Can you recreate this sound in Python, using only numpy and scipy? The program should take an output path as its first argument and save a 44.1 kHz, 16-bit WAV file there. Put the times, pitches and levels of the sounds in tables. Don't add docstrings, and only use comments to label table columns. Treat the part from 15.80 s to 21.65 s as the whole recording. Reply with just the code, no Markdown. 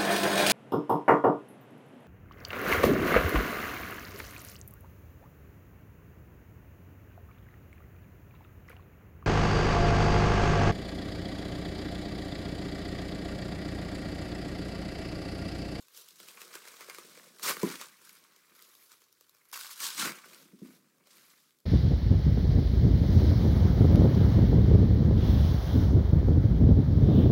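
import sys
import numpy as np
from scipy import signal
from scipy.fft import rfft, irfft, next_fast_len
from scipy.io import wavfile
from scipy.ndimage import uniform_filter1d, map_coordinates

SR = 44100
rng = np.random.default_rng(int(sys.argv[2]) if len(sys.argv) > 2 else 0)


def log_audio(samples):
    frames = np.atleast_2d(samples).T
    limited = np.clip(frames, -1, 1)
    pcm = np.round(limited * 32767).astype(np.int16)
    wavfile.write(sys.argv[1], SR, pcm)


N = 258117


def amp(db):
    return 10 ** (np.asarray(db) / 20)


def unit(x):
    return x / np.sqrt(np.mean(x ** 2) + 1e-20)


def along(points, hz):
    freqs, values = np.transpose(points)
    return np.interp(np.log(hz + 1), np.log(freqs + 1), values)


def wobble(rate_hz):
    knots = rng.standard_normal(int(N * rate_hz / SR) + 4)
    return map_coordinates(knots, [np.arange(N) * rate_hz / SR])


def coloured(x, eq):
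    size = 2 ** 12
    cepstrum = irfft(np.log(amp(along(eq, np.fft.rfftfreq(size, 1 / SR)))), size)
    cepstrum[1:size // 2] *= 2
    cepstrum[size // 2 + 1:] = 0
    response = irfft(np.exp(rfft(cepstrum)), size)
    return signal.fftconvolve(x, response / np.linalg.norm(response))[:N]


def breaking(spread_db, clump_db, slips_per_s, sparse):
    breaks = amp(sparse * spread_db * rng.exponential(size=N)) * rng.standard_normal(N)
    slips = (rng.random(N) < slips_per_s / SR) * np.minimum(rng.exponential(size=N), 2.5)
    showers = signal.lfilter([1], [1, -np.exp(-1 / (0.0022 * SR))], slips)
    return unit(breaks * (1 + sparse * showers) * amp(clump_db * wobble(150)))


# freq_hz, level_db
HISS_EQ = [(20, -13), (50, -15.5), (80, -3.5), (125, 2.5), (200, 0.5), (400, 4.5), (750, -11), (1200, -5.5),
           (3000, -14.5), (8000, -9), (13000, -8.5), (16500, -6)]


def microphone_hiss():
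    return amp(-75.5) * coloured(rng.standard_normal(N), HISS_EQ)


# freq_hz, t60_s
ROOM_DECAY = [(150, 0.24), (1000, 0.13), (5000, 0.069), (15000, 0.054)]


def room(send):
    hz, t, noise = signal.stft(rng.standard_normal(SR // 2), SR, nperseg=256)
    tail = signal.istft(noise * amp(-60 * t / along(ROOM_DECAY, hz)[:, None]), SR, nperseg=256)[1]
    predelayed = np.pad(send, (300, 0))
    return signal.fftconvolve(predelayed, tail / np.linalg.norm(tail))[:N]


# freq_hz, level_db
DESK_EQ = [(60, -40), (110, -12), (150, -0.5), (200, -0.5), (270, -6.5), (340, -4), (480, -41)]
PARCEL_EQ = [(220, -31), (300, -7.5), (360, -3.5), (480, -3.5), (600, -7.5), (800, -17.5), (1100, -35)]


def desk_hum(desk_db, parcel_db):
    shake = breaking(spread_db=1, clump_db=3, slips_per_s=47, sparse=0.7)
    desk = coloured(amp(desk_db + 4.5) * shake, DESK_EQ)
    return desk + coloured(amp(parcel_db - 1.5) * shake, PARCEL_EQ)


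# pitch_hz, level_db, t60_s
DESK_MODES = [(167, 1.5, 0.035), (197.9, 4, 0.059), (250.8, -9, .2), (277.7, -17.5, 0.35), (337, 5, 0.053),
              (404, -2, 0.067), (500.4, -20.5, .06), (710, -16, 0.03), (1010, -3, 0.044)]
# start_s, level_db, hardness_hz
KNOCK_HITS = [(0.403, -51.5, 285), (1.184, -55.5, 500), (1.241, -52, 298), (1.77, -45.5, 700),
              (1.8325, -15.5, 730), (1.866, -32, 400), (1.895, -54, 500), (2.711, -58, 500),
              (4.731, -35, 282), (4.817, -22, 242), (4.849, -43, 296), (4.884, -39, 297)]


def knocks():
    out, t = np.zeros(N + SR), np.arange(SR // 2) / SR
    for start_s, level_db, hardness_hz in KNOCK_HITS:
        ring = 0
        for hz, mode_db, t60_s in DESK_MODES:
            decay = amp(mode_db + rng.normal() - 60 * t / t60_s)
            ring += decay / (1 + (hz / hardness_hz) ** 3) * np.sin(2 * np.pi * hz * t)
        attack = (1 - np.exp(-t * hardness_hz / 0.8)) ** 2
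        out[round(start_s * SR):][:len(t)] += amp(level_db) * ring * attack
    return out[:N]


# time_s, fibre_db, sheet_db, fizz_db, desk_db, parcel_db
HANDLING_LEVELS = [
    [(0.0, -75, -83, -79, -81, -75), (0.132, -72.5, -72, -71, -94, -90), (0.4, -61.5, -71, -64, -75, -78),
     (0.614, -59.5, -61, -61, -72.5, -62), (1.046, -57.5, -61.5, -62.5, -72, -64.5),
     (1.408, -59, -64, -63, -64, -64), (1.6, -65.5, -70.5, -69, -73.5, -65)],
    [(1.76, -54, -59, -55.5, -64, -67), (1.858, -48, -43, -48, -63.5, -59.5),
     (2.06, -64, -64, -64, -70.5, -75), (2.518, -71.5, -70, -74, -80, -77),
     (3.032, -66, -72, -62, -84, -78), (3.336, -75, -81.5, -78, -90.5, -86),
     (3.72, -74, -72, -69.5, -85.5, -83.5)],
    [(4.34, -59, -51.5, -58.5, -67, -61), (4.486, -60.5, -71, -69, -70, -77),
     (4.668, -70.5, -76, -73, -65.5, -80), (5.27, -80, -78, -83, -75, -76.5),
     (5.46, -68.5, -67, -64.5, -81.5, -73.5), (5.67, -71.5, -77, -73.5, -85, -90),
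     (5.853, -95, -95, -91, -90.5, -95)],
]


def handling_power():
    times_s, *faders = np.vstack(HANDLING_LEVELS).T
    return amp([np.interp(np.arange(N) / SR, times_s, db) for db in faders]) ** 2


# start_s, level_db, sheet_db, panel_hz, parcel_db, swell_db
# Sheet, parcel and swell are trims on level_db.
CREASE_SNAPS = [(0.0836, -41.5, -16.5, 2560, -36, -28), (0.1755, -31.5, -20, 2600, -50, -22),
                (0.2867, -37.5, -28, 2430, -34, -20.5), (0.4017, -35, -15.5, 1470, -18, -20.5),
                (0.4357, -43.5, -12.5, 2620, -19, -14), (0.4857, -32.5, -14.5, 2570, -21, -17.5),
                (0.5734, -46.5, 2, 2530, -20, -19), (0.617, -30.5, -11, 2590, -18.5, -21),
                (0.7411, -35.5, -8, 1560, -18, -16.5), (0.754, -29.5, -11, 1640, -16.5, -21.5),
                (0.852, -45.5, -7, 1340, -13, -33), (0.8757, -39.5, -8, 2060, -14, -15),
                (1.0084, -33.5, -5.5, 2190, -16.5, -17.5), (1.0861, -44, -6, 2180, -2, -24.5),
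                (1.0984, -29, -4, 2160, -27, -24.5), (1.1472, -33, -12.5, 2350, -24, -23),
                (1.1848, -32.5, -7, 1190, -14, -22.5), (1.2496, -49, -4, 1360, 2, -31.5),
                (1.375, -49.5, 1, 2300, -1, -18), (1.5963, -32.5, -12, 1200, -31, -27),
                (1.6942, -19, -15.5, 1333, -28, -26), (1.7093, -18.5, -12, 1410, -21, -29),
                (1.7688, -36.5, 3, 1190, -5, -28.5), (1.8314, -31.5, -1, 1010, 9, -27.5),
                (1.872, -43, -8, 2060, -2, -20.5), (1.9016, -29, -5, 1410, -21, -29.5),
                (1.9144, -27.5, -10.5, 970, -34, -27.5), (2.0135, -28, -9.5, 1030, -20, -16),
                (2.217, -47, -9, 1095, -23, -26.5), (2.5626, -48.5, -26, 1410, -15, -18.5),
                (2.7926, -44, -12, 1850, -25, -35), (2.824, -41, -34, 1160, -32, -20),
                (2.8899, -47, -23, 1090, -33, -27), (2.9518, -40, -17.5, 1180, -31.5, -36),
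                (3.1178, -38.5, -13, 1445, -33.5, -19), (3.2188, -46.5, -13.5, 1073, -12.5, -22),
                (3.3267, -46.5, -32.5, 1250, -31, -36), (3.4102, -41, -17.5, 1140, -24, -27.5),
                (3.495, -42.5, -18, 1080, -32, -29.5), (3.5486, -47, -13.5, 2440, -20, -27),
                (3.6539, -51, -16, 1125, -30, -30), (3.7155, -41.5, -29, 1620, -27, -39),
                (3.7308, -37, -1, 1050, -22, -48), (3.7412, -29, -8.5, 2730, -32.5, -50),
                (3.7584, -30, -7.5, 1140, -43, -28), (3.7747, -29, -11, 1190, -39, -25.5),
                (3.7924, -33.5, -9, 1430, -34, -28), (3.8114, -26.5, -13, 1590, -35.5, -24),
                (3.8364, -32.5, -19.5, 1860, -33.5, -20.5), (3.8473, -31.5, -9, 1180, -39, -28),
                (3.8671, -31.5, -15, 1130, -25, -34.5), (3.8933, -41.5, -4, 1160, -39, -24),
                (3.916, -39, -19, 1270, -35, -27), (3.9673, -40.5, -11, 1450, -39, -31.5),
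                (4.0039, -22, -18, 2280, -50, -21.5), (4.0423, -26, -13, 1440, -43, -20.5),
                (4.148, -28.5, -22, 2440, -43, -18), (4.2261, -28, 3.5, 1370, -16, -22.5),
                (4.2743, -33, 2.5, 1030, -7, -19.5), (4.4434, -47, 6, 1470, -25, -22),
                (5.1835, -55, -11.5, 1140, -30, -34), (5.2715, -47, -14, 1160, -11, -17.5),
                (5.37, -43.5, -12, 2300, -30, -20.5), (5.7076, -51, -15.5, 2160, -42, -29),
                (5.7877, -56, -27, 1263, -25, -28), (5.803, -53, -26, 2360, -25.5, -27)]


def snaps():
    crackle_t60_s, panel_t60_s = 0.009, 0.021
    t = np.arange(SR // 20) / SR
    layers, panels = np.zeros((4, N + len(t))), np.zeros(N + len(t))
    for start_s, level_db, sheet_db, panel_hz, parcel_db, _ in CREASE_SNAPS:
        burst = 0.29 * rng.standard_normal(len(t)) * amp(-60 * t / crackle_t60_s)
        burst[0] = 0.8 * np.sign(burst[0])
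        fizz_db = -4.5 - 0.3 * sheet_db
        trims_db = np.array([sheet_db + 6.5, 0.1, fizz_db, parcel_db + 14.5])
        here = round(start_s * SR) + np.arange(len(t))
        layers[:, here] += np.outer(amp(level_db + trims_db), burst)
        ring = amp(-60 * t / panel_t60_s) * np.sin(2 * np.pi * panel_hz * t)
        panels[here] += amp(level_db + sheet_db - 2) * ring
    return panels[:N] + sum(map(coloured, layers, (SHEET_EQ, FIBRE_EQ, FIZZ_EQ, PARCEL_EQ)))


def swell_power():
    attack_db_per_s, release_db_per_s = 610, 302.5
    power = np.zeros((5, N))
    offsets = np.arange(-SR // 10, SR // 5)
    swell = amp(np.minimum(attack_db_per_s * offsets, -release_db_per_s * offsets) / SR)
    for start_s, level_db, sheet_db, _, parcel_db, swell_db in CREASE_SNAPS:
        here = np.clip(round(start_s * SR) + offsets, 0, N - 1)
        trims_db = np.array([0, sheet_db + 7.5, -5.5, -28.5, parcel_db + 7.5])
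        power[:, here] += np.outer(amp(level_db + swell_db + trims_db), swell) ** 2
    return power


# sheet_db, fizz_db, desk_db, parcel_db
PAPER_RIPS = [(0, 0.00045, 0.004, 213, -60.5, -11.5, -2, -20, -15),
              (0.089, 0.082, .01, 113, -54, -14, -0.5, -28, -13),
              (1.595, .006, .02, 100.5, -56, -3.5, -4, -13.5, 0),
              (1.626, 0.0035, 0.073, 318.5, -34, -7.5, -3.5, -21.5, -20.5),
              (1.64, 0.045, 0.0098, 399.5, -36, 6, 2, -9.5, -2),
              (1.813, 0.0083, 0.13, 119.5, -49.5, -9.5, -7, -17, -11),
              (2.202, 0.05, 0.047, 71.5, -60.5, -5, -1, -26, -29),
              (2.694, 0.075, 0.033, 27, -67, -3, 2.5, -15, -9.5),
              (3.7262, 0.0022, 0.038, 77.5, -44, -6.5, -2, -42, -24),
              (3.892, 0.014, 0.013, 350, -47, -9.5, -0.5, -36, -30),
              (3.966, 0.06, 0.038, 167.5, -35.5, -8.5, -4, -32, -26),
              (4.145, 0.052, 0.014, 195.5, -32, -5.5, -6.5, -14, -28),
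              (4.213, .04, 0.022, 353, -39, 2, -3, -2.5, -5.5),
              (4.431, 0.026, .15, 153, -60, -3.5, -0.5, -9.5, -3.5),
              (4.791, 0.058, .11, 251, -66, -2.5, -0.5, 0.5, -2),
              (5.247, 0.068, 0.046, 41.5, -63.5, -7, -3.5, -7, -16)]


def rip_power():
    climb_db = 20.5
    power, t = np.zeros((5, N)), np.arange(N) / SR
    for start_s, attack_s, hold_s, release_db_per_s, level_db, *trims_db in PAPER_RIPS:
        age_s = t - start_s
        attack_db = climb_db * np.minimum(age_s / attack_s - 1, 0)
        release_db = -release_db_per_s * (age_s - attack_s - hold_s)
        envelope = amp(level_db + np.minimum(attack_db, release_db)) * (age_s > 0)
        power += np.outer(amp([0, *trims_db]), envelope) ** 2
    return power


def patchy(x, depth_db):
    bands = signal.stft(x, nperseg=256)[2]
    patches = uniform_filter1d(rng.standard_normal(bands.shape), size=3, axis=0)
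    patches = uniform_filter1d(patches, size=5, axis=1)
    return unit(signal.istft(bands * amp(depth_db * unit(patches)), nperseg=256)[1][:N])


# freq_hz, level_db
SHEET_EQ = [(600, -27), (850, -9), (1100, -0.5), (1500, -3), (1900, -4.5), (2300, -2), (2900, -11.5),
            (4000, -34.5)]
FIBRE_EQ = [(1500, -32), (2800, -5.5), (4000, -2.5), (5500, -4), (7500, -5), (10000, -3), (14000, -30.5)]
FIZZ_EQ = [(5000, -17), (8000, -12), (10000, 2.5), (13000, 0), (15000, -3.5), (16500, -7)]


def paper(fibre_db, sheet_db, fizz_db):
    sparse = np.clip((-25 - fibre_db) / 25, 0.3, 1)
    shared = breaking(spread_db=2, clump_db=1, slips_per_s=43, sparse=sparse)
    out = 0
    for eq, level_db, own_gain, depth_db in (
            (SHEET_EQ, sheet_db, 0.9, 2.2), (FIBRE_EQ, fibre_db, 0.6, 1.8), (FIZZ_EQ, fizz_db, 0.6, 1.2)):
        own = breaking(spread_db=3, clump_db=4, slips_per_s=32, sparse=sparse)
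        crackle = patchy(shared + own_gain * own, depth_db)
        out += coloured(amp(level_db + 2.5 - 3.2 * sparse) * crackle, eq)
    return out


def scene():
    power = handling_power() + rip_power() + swell_power()
    fibre_db, sheet_db, fizz_db, desk_db, parcel_db = 10 * np.log10(power)
    wrapping = paper(fibre_db, sheet_db, fizz_db) + snaps()
    wood = knocks()
    reverb_send = amp(-11.5) * wrapping + amp(-10.5) * wood
    return (wrapping + wood + desk_hum(desk_db, parcel_db) + room(reverb_send))[None]


def record(dry):
    low_cut_hz, high_cut_hz, bass_leak_db = 135, 15830, -23
    size = next_fast_len(N + SR)
    hz = np.fft.rfftfreq(size, 1 / SR)
    s = 1j * hz / low_cut_hz
    low_cut = (s * s / (s * s + 1.565 * s + 1)) ** 4 + amp(bass_leak_db)
    spectrum = rfft(dry, size) * low_cut + rfft(microphone_hiss(), size)
    return irfft(spectrum * (hz < high_cut_hz), size)[:, :N]


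dry = scene()
out = record(dry)
log_audio(out)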